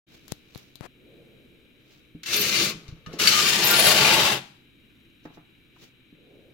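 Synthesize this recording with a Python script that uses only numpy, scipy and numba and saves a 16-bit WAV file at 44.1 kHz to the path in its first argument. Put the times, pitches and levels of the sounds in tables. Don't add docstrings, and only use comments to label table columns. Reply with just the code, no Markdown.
import sys
import numpy as np
from scipy import signal
from scipy.fft import rfft, irfft
from scipy.io import wavfile
from numba import njit

SR = 44100
rng = np.random.default_rng(int(sys.argv[2]) if len(sys.argv) > 2 else 0)


def transcribe(signal):
    frames = np.atleast_2d(signal).T
    limited = np.clip(frames, -1, 1)
    pcm = np.round(limited * 32767).astype(np.int16)
    wavfile.write(sys.argv[1], SR, pcm)


N = 287973
TIME = np.arange(N) / SR

# pitch_hz, level_db
ROOM_TONE = [(25, -0.5), (140, 0), (330, 2.5), (500, -17), (800, -28.5), (4500, -29), (9000, -35.5),
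             (13000, -27.5), (16000, -35)]
# pitch_hz, level_db
WHIRR_TONE = [(1000, -16.5), (1600, -5), (1950, -10), (2350, -1), (3100, -1.5), (3450, -8), (3950, 0.5),
              (4400, -28.5), (6000, -45)]
# pitch_hz, level_db
HUM_NOTES = [(129, -69), (2299, -77), (2412, -78)]
# pitch_hz, level_db
DRONE_TONE = [(50, -9.5), (150, -3.5), (480, 5), (800, -18), (2000, -44)]
# peak_s, level_db
DRONE_SWELLS = [(1.13, -54), (6.33, -54)]
SWELL_RISE_S, SWELL_FALL_DB_PER_S = 0.21, 21.5
DRONE_DB, DRONE_SINK_DB_PER_S = -68.5, 1.1
MOTOR_TURNS_PER_S, MOTOR_HZ, MOTOR_WIDTH_HZ = 20, 2320, 260
MOTOR_DB, RUB_FADE_TURNS = -73.5, .3
NEAR_S, NEAR_HALF_S, NEAR_DB = 4.95, 0.14, 3

# peak_s, level_db, half_length_s
SCUFFS = [(0.148, -52.5, 0.041), (0.314, -51.5, 0.037), (0.59, -53.5, 0.082), (1.934, -58.5, 0.066),
          (5.257, -55, 0.012), (5.35, -58, 0.022), (5.834, -49, 0.028)]
# pitch_hz, level_db
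SCUFF_TONE = [(400, 7.5), (1000, -4), (3500, 3), (6500, -3.5), (9000, -17), (16000, -9)]
TAP_S, TAP_DB, TAP_FADE_S = 5.763, -51, 0.007
# start_s, thump_db, click_db
FINGER_BUMPS = [(0.3215, -17, -6.5), (0.5585, -22.5, -38), (.809, -20, -42)]
# start_s, level_db, left_minus_right_db
CASE_TICKS = [(.281, -38.5, 20), (0.3185, -32, 8), (0.32, -27.5, 4), (0.5489, -37, -16),
              (0.5773, -32.5, -11), (0.7562, -35.5, 18.5)]
CASE_RING_HZ = 4170
DRAG_START_S, DRAG_LENGTH_S, DRAG_RELEASE_S = .812, 0.061, 0.018
DRAG_DB, DRAG_GROWTH_DB_PER_S = -47.5, 229
# start_s, level_db, treble_limit_hz
KNOCKS_AND_THUDS = [(2.149, -40, 290), (2.745, -41.5, 200), (2.886, -40.5, 100), (2.924, -40, 114),
                    (3.066, -39.5, 121), (3.136, -37, 650), (5.254, -40, 1640), (5.304, -51, 1000),
                    (5.372, -47.5, 1504), (6.123, -50, 280)]
# pitch_hz, level_db, ring_s
WOOD_NOTES = [(163.7, -3.5, 0.18), (245, 6, 0.027), (304, 0, 0.15), (396, -2.5, 0.067), (486, -6, 0.0703),
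              (700, -9, .08), (850, -9.5, 0.12), (1883, -15.5, .07)]

# start_s, length_s, rise_s, jet_db, growth_db_per_s, mouth_db, opening_db_per_s, boom_db
BREATHS = [(2.248, 0.49, 0.086, -30.5, 1, -15, 0, -8.5), (2.677, 0.45, .02, -65, -31.5, 10, -15.5, 12.5),
           (3.058, 0.24, 0.0086, -68.5, 32, 14, -36.5, 20.5),
           (3.185, 1.2174, 0.018, -25, -1.01, -9.3, 7, -11.5)]
RELEASE_S, RELEASE_POWER = 0.1, 1.08
# peak_s, extra_jet_db, extra_mouth_db, half_length_s
RIB_PUSHES = [(2.375, 3.2, 6, 0.06), (2.638, 4.5, 8.5, 0.07), (3.706, 2, 4.5, 0.042), (3.891, 4, 5, 0.078),
              (4.128, 4.5, 6, 0.085)]
# pitch_hz, level_db
BOOM_TONE = [(25, -34.5), (60, -20), (130, -3), (220, -5.5), (400, -1), (520, -3), (650, -7.5),
             (1500, -53.5)]
BOOM_PUSH_SHARE, BOOM_GROWTH_DB_PER_S = 0.81, 5
WALL_NOTES_HZ = [137, 184, 204, 344.3, 419.4]
BOOM_RING_S, WALL_RING_CYCLES = 0.14, 70
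# pitch_hz, level_db
GUST_TONE = [(25, -20.5), (70, -3), (110, -2.5), (300, -32.5)]
GUST_DB = -24.5

# pitch_hz, level_db, ring_s
SMACK_NOTES = [(1242, -4, 0.09), (1790, -2, .05), (2900, -4, .025)]
SMACK_S, SMACK_DB = 3.0625, -36
# peak_s, level_db, half_length_s, pitch_hz
WHISTLES = [(2.617, -27, 0.013, 350), (3.278, -12, 0.004, 4560), (3.279, -22, 0.01, 2610),
            (3.39, -24, .04, 1212), (3.677, -28, .012, 13600), (3.726, -22, 0.023, 1400),
            (3.92, -29, .03, 640), (4.14, -25, .03, 995)]
WHISTLE_WOBBLE_HZ = 28.17
# peak_s, level_db, half_length_s, pitch_hz
SIZZLES = [(2.365, -26, 0.011, 12600), (2.407, -24.5, 0.012, 12900), (3.662, -20.5, 0.015, 13300),
           (3.712, -20, 0.01, 13700), (3.83, -27, 0.068, 10200)]
# pitch_hz, level_db
MOUTH_TONE = [(450, -19), (680, -7), (1100, -4.5), (1600, 0.5), (3900, -2), (5000, -23), (9000, -22.5)]
# time_s, pitch_hz
MOUTH_PITCH = [(2.6, 1100), (3.28, 1270), (3.45, 1190), (3.52, 955), (3.7, 820), (3.92, 710), (4.08, 990),
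               (4.3, 830)]
HOLLOW_DB, HOLLOW_DB_PER_OCTAVE = -7, 8
# pitch_hz, level_db
JET_TONE = [(400, -43), (1100, -20), (1600, -4), (2400, -1), (4900, -2), (7200, -6.5), (8300, -15),
            (16000, -15)]
# time_s, lower_hz, upper_hz, upper_db
THROAT_NOTES = [(2.33, 2600, 3480, -11.5), (2.601, 2520, 3560, -13), (3.27, 2510, 4500, -11),
                (3.37, 2836, 3820, -12), (3.5, 2877, 4150, -14), (3.66, 2680, 4100, -11.5),
                (3.87, 3080, 3820, -12), (4.0, 2630, 3810, -15), (4.25, 2560, 3587, -12)]
LOWER_DB = -6.5
LOWER_WIDTH_HZ, UPPER_WIDTH_HZ, THROAT_WANDER = 480, 340, .025
WIDEN_START_S, WIDEN_S, WIDEN_EDGE_DB = 3.55, 0.6, -3.5
# pitch_hz, level_db
PANE_NOTES = [(1860, -18), (3150, -23), (3790, -23)]
PANE_WIDTH_HZ = 40
# start_s, level_db, fade_s
SPITS = [(2.233, -34.5, 0.0086), (2.259, -38.5, .025), (2.33, -25, 0.0086), (2.515, -26, .005),
         (2.88, -52, 0.024), (3.0625, -44, 0.0088), (3.13, -45, 0.025), (3.273, -10, 0.01),
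         (3.486, -23.5, 0.015)]
# pitch_hz, left_minus_right_db
SIDE_BALANCE = [(600, 4), (1400, 5), (3800, 8), (6600, 2), (10300, 8), (12500, -2), (15000, -1)]
ROOM_DAMP_HZ, TREBLE_LIMIT_HZ = 6000, 15850
PHONE_DRIFT_PER_S = 2.514


def undb(db):
    return 10 ** (np.asarray(db) / 20)


def unit(x):
    return x / np.sqrt(np.mean(x ** 2))


def colour(x, points):
    hz, db = np.transpose(points)
    bins = np.maximum(np.fft.rfftfreq(N, 1 / SR), 1)
    return irfft(rfft(x) * undb(np.interp(np.log(bins), np.log(hz), db)), N)


def noise(points):
    return unit(colour(rng.standard_normal(N), points))


def stereo_noise(points, spread):
    return unit(noise(points) + spread * np.array([[1], [-1]]) * noise(points))


def pan(db):
    return undb(np.array([[db], [-db]]) / 2)


def wander(rate):
    knots = rng.standard_normal(int(N / SR * rate) + 2)
    return unit(np.interp(TIME * rate, np.arange(len(knots)), knots))


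def wavering_note(hz, wobble_hz, rate):
    return np.sin(2 * np.pi * np.cumsum(hz + wobble_hz * wander(rate)) / SR)


def fade(start, decay):
    return (TIME >= start) * np.exp(-np.clip((TIME - start) / decay, 0, 50))


def swell(centre, half):
    return np.exp(-np.minimum(((TIME - centre) / half) ** 2, 100) / 2)


def envelope(start, length, rise, release):
    falling = np.clip((start + length - TIME) / release, 0, 1) ** RELEASE_POWER
    return np.clip((TIME - start) / rise, 0, 1) * falling


def linger(gain, ring_s):
    keep = np.exp(-2 * np.log(1000) / (ring_s * SR))
    return np.sqrt(signal.lfilter([1 - keep], [1, -keep], gain ** 2 + 1e-18))


@njit
def resonate(x, hz, width):
    y, band_state, low_state = np.empty(len(x)), 0., 0.
    for i in range(len(x)):
        tuning, damping = np.tan(np.pi * hz[i] / SR), width / hz[i]
        band = (band_state + tuning * (x[i] - low_state)) / (1 + tuning * (tuning + damping))
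        band_state = 2 * band - band_state
        low_state += 2 * tuning * band
        y[i] = damping * band
    return y


def ring_at(x, hz, width_hz):
    return resonate(x, np.full(N, float(hz)), float(width_hz))


def reflect(x, early_db, early_s, late_db, late_s):
    t, x = TIME[:SR // 2], np.atleast_2d(x)

    def echoes(db, ring_s):
        tail = rng.standard_normal((2, len(t))) * np.exp(-np.log(1000) * t / ring_s)
        tail /= np.linalg.norm(tail, axis=1, keepdims=True)
        return undb(db) * signal.fftconvolve(x, tail, axes=1)[:, :N]

    places = np.array([wander(PHONE_DRIFT_PER_S) for _ in range(3)])
    early = sum(near * echoes(early_db, early_s) for near in places / np.linalg.norm(places, axis=0))
    late = signal.sosfilt(signal.butter(1, ROOM_DAMP_HZ, fs=SR, output="sos"), echoes(late_db, late_s))
    return (x + early + late) / np.sqrt(1 + undb(early_db) ** 2 + undb(late_db) ** 2)


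def background():
    room = undb(-60) * stereo_noise(ROOM_TONE, spread=0.46) * undb(wander(3.4))
    whirr = undb(-63) * stereo_noise(WHIRR_TONE, spread=1.0) * undb(0.6 * wander(16)) * pan(4.2)
    hum = sum(undb(db + 2 * wander(3.7)) * np.sqrt(2) * wavering_note(hz, wobble_hz=3, rate=17)
              for hz, db in HUM_NOTES)
    swells = sum(np.clip(1 + (TIME - s) / SWELL_RISE_S, 0, 1)
                 * undb(db - SWELL_FALL_DB_PER_S * np.maximum(TIME - s, 0)) for s, db in DRONE_SWELLS)
    resting = undb(DRONE_DB - DRONE_SINK_DB_PER_S * TIME)
    drone = stereo_noise(DRONE_TONE, spread=0.41) * np.hypot(swells, resting)
    return room + whirr + hum + drone


def motor():
    rubs = rng.standard_normal(N) * np.exp(-(TIME * MOTOR_TURNS_PER_S % 1) / RUB_FADE_TURNS)
    ring = unit(ring_at(rubs, MOTOR_HZ, MOTOR_WIDTH_HZ))
    return ring * undb(MOTOR_DB + NEAR_DB * swell(NEAR_S, NEAR_HALF_S)) * pan(3)


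def scuffs():
    grip = sum(undb(db) * np.exp(-np.minimum(abs(TIME - s) / half, 50)) for s, db, half in SCUFFS)
    rubs = stereo_noise(SCUFF_TONE, spread=0.99) * grip
    tap = stereo_noise([(400, -27), (950, 6), (8000, -43)], spread=0.48)
    return rubs * undb(2 * wander(250)) + tap * undb(TAP_DB) * fade(TAP_S, TAP_FADE_S)


def knocks_and_thuds():
    t, out = TIME[:SR // 2], np.zeros((2, N + SR))
    for s, db, limit_hz in KNOCKS_AND_THUDS:
        ring = sum(undb(note_db) * np.exp(-np.log(1000) * t / ring_s)
                   * np.sin(2 * np.pi * hz * t + rng.uniform(0, 2 * np.pi))
                   for hz, note_db, ring_s in WOOD_NOTES)
        dying = undb(1) * np.exp(-t / 0.011) + undb(-2) * np.exp(-t / 0.059)
        rattle = rng.standard_normal((2, len(t))) * dying
        blow = signal.sosfilt(signal.butter(3, limit_hz, fs=SR, output="sos"), ring + rattle)
        start = int(s * SR)
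        out[:, start:start + len(t)] += undb(db) * blow / blow[:, :SR // 50].std()
    return out[:, :N]


def fingers():
    thumps = sum(undb(db) * fade(s, 0.0039) * np.cos(2 * np.pi * 125 * (TIME - s) + 0.58)
                 for s, db, _ in FINGER_BUMPS)
    jolts = sum(undb(db) * signal.unit_impulse(N, int(s * SR)) for s, _, db in FINGER_BUMPS)
    clicks = colour(jolts, [(100, 15), (450, 17.5), (1500, 1), (7000, 8.5), (16000, -4)])
    case = noise([(300, 10.5), (2000, -6), (4000, 13.5), (8000, -7), (13000, 3), (16000, -4)])
    case += undb(-6.5) * np.sin(2 * np.pi * CASE_RING_HZ * TIME)
    ticks = case * sum(undb(db) * pan(side_db) * fade(s, 0.00057) for s, db, side_db in CASE_TICKS)
    press = envelope(DRAG_START_S, DRAG_LENGTH_S, 0.0026, DRAG_RELEASE_S)
    press *= undb(DRAG_DB + DRAG_GROWTH_DB_PER_S * np.clip(TIME - DRAG_START_S, 0, DRAG_LENGTH_S))
    drag = noise([(100, -6), (450, -2), (1900, -10.5), (3000, -16.5), (16000, -35)])
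    drag *= press * undb(1.3 * wander(370))
    touches = (thumps + clicks + drag) * np.array([[1], [undb(-32)]])
    return touches + reflect(ticks, early_db=-3.5, early_s=0.044, late_db=-4.5, late_s=0.39)


def breathing():
    push_db = sum(db * swell(s, half) for s, db, _, half in RIB_PUSHES)
    mouth_push_db = sum(db * swell(s, half) for s, _, db, half in RIB_PUSHES)
    jet_gain, mouth_gain, boom_gain = np.zeros((3, N))
    for start, length, rise, db, growth, mouth_db, opening, boom_db in BREATHS:
        age = np.clip(TIME - start, 0, length)
        flow = envelope(start, length, rise, RELEASE_S) * undb(db + growth * age)
        jet_gain += flow * undb(push_db)
        mouth_gain += flow * undb(mouth_push_db + mouth_db + opening * age)
        boom_gain += flow * undb(BOOM_PUSH_SHARE * push_db + boom_db + BOOM_GROWTH_DB_PER_S * age)
    return jet_gain, mouth_gain, boom_gain


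def box_boom(flow, boom_gain):
    air = rng.standard_normal(N)
    notes = [ring_at(ring_at(air, hz, width_hz=29), hz, width_hz=29) for hz in WALL_NOTES_HZ]
    walls = sum(note * linger(boom_gain, WALL_RING_CYCLES / hz) for note, hz in zip(notes, WALL_NOTES_HZ))
    walls /= np.std(sum(notes))
    boom = stereo_noise(BOOM_TONE, spread=.25) * linger(boom_gain, BOOM_RING_S)
    gust = stereo_noise(GUST_TONE, spread=.2) * flow
    return undb(-4) * boom + undb(-3) * walls + undb(GUST_DB) * gust


def smack():
    return undb(SMACK_DB) * sum(
        undb(db) * fade(SMACK_S, ring_s / np.log(1000)) * np.sin(2 * np.pi * hz * (TIME - SMACK_S))
        for hz, db, ring_s in SMACK_NOTES)


def whistles():
    return sum(undb(db + 2 * wander(120)) * swell(s, half) * wavering_note(hz, WHISTLE_WOBBLE_HZ, 200)
               for s, db, half, hz in WHISTLES)


def sizzle():
    out = 0
    for s, db, half, hz in SIZZLES:
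        spray = rng.standard_normal(N) * undb(5 * wander(700))
        crackle = colour(ring_at(spray, hz, 0.22 * hz), [(8800, -13), (9900, -2.5)])
        out += undb(db) * swell(s, half) * unit(crackle)
    return out


def mouth():
    hz = np.interp(TIME, *np.transpose(MOUTH_PITCH))
    hollow = unit(resonate(rng.standard_normal(N), hz, width=110.))
    hollow *= undb(HOLLOW_DB + HOLLOW_DB_PER_OCTAVE * np.log2(hz / 1000))
    throaty = unit(resonate(resonate(rng.standard_normal(N), hz, width=900.), hz, width=900.))
    return noise(MOUTH_TONE) + hollow + throaty


def air_jet(flow):
    air = rng.standard_normal(N)
    times, *tracks = np.transpose(THROAT_NOTES)
    lower_hz, upper_hz, upper_db = (np.interp(TIME, times, track) for track in tracks)
    throat = 0
    for hz, width, db in [(lower_hz, LOWER_WIDTH_HZ, LOWER_DB), (upper_hz, UPPER_WIDTH_HZ, upper_db)]:
        gain = undb(db + 2 * wander(9))
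        note = resonate(rng.standard_normal(N), hz * (1 + THROAT_WANDER * wander(22)), float(width))
        throat += gain * unit(note)
    panes = sum(undb(db + 2.6 * wander(4.9)) * unit(ring_at(air, hz, PANE_WIDTH_HZ))
                for hz, db in PANE_NOTES)
    hiss = unit(noise(JET_TONE) + throat + panes)
    edge = colour(hiss, [(4300, -26), (5300, -1), (6800, 1), (9000, -22.5)])
    widened = np.clip((TIME - WIDEN_START_S) / WIDEN_S, 0, 1)
    hiss -= edge * (1 - undb(WIDEN_EDGE_DB * widened))
    treble = colour(hiss, [(4500, -30), (8000, 2.5)])
    surges = undb(1.5 * wander(28))
    brightness = np.minimum(flow / undb(-32.5), 1) ** .35
    return flow * (hiss - treble + treble * surges * brightness)


def lizard(flow, mouth_gain):
    jet_gain = undb(4) * flow + sum(undb(db) * fade(s, decay) for s, db, decay in SPITS)
    flutter = undb(1.1 * wander(35) + 1.4 * wander(300))
    shared, apart = (air_jet(jet_gain) + mouth() * mouth_gain + sizzle() + whistles() for _ in range(2))
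    apart = colour(apart, [(400, -12), (1500, -9.5), (7000, 1)])
    air = undb(-2) * (shared + apart * np.array([[1], [-1]])) * flutter + smack()
    left, right = reflect(air, early_db=-1, early_s=0.065, late_db=-9, late_s=0.45)
    return np.array([colour(left, [(hz, db / 2) for hz, db in SIDE_BALANCE]),
                     colour(right, [(hz, -db / 2) for hz, db in SIDE_BALANCE])])


def scene():
    flow, mouth_gain, boom_gain = breathing()
    hisses = lizard(flow, mouth_gain) + box_boom(flow, boom_gain)
    return hisses + knocks_and_thuds() + fingers() + scuffs() + background() + motor()


def record(dry):
    fade_in = np.clip((TIME - .065) / .02, 0, 1)
    treble_cut = signal.ellip(10, .2, 75, TREBLE_LIMIT_HZ, fs=SR, output="sos")
    return signal.sosfilt(treble_cut, np.tanh(dry * fade_in))


dry = scene()
out = record(dry)
transcribe(out)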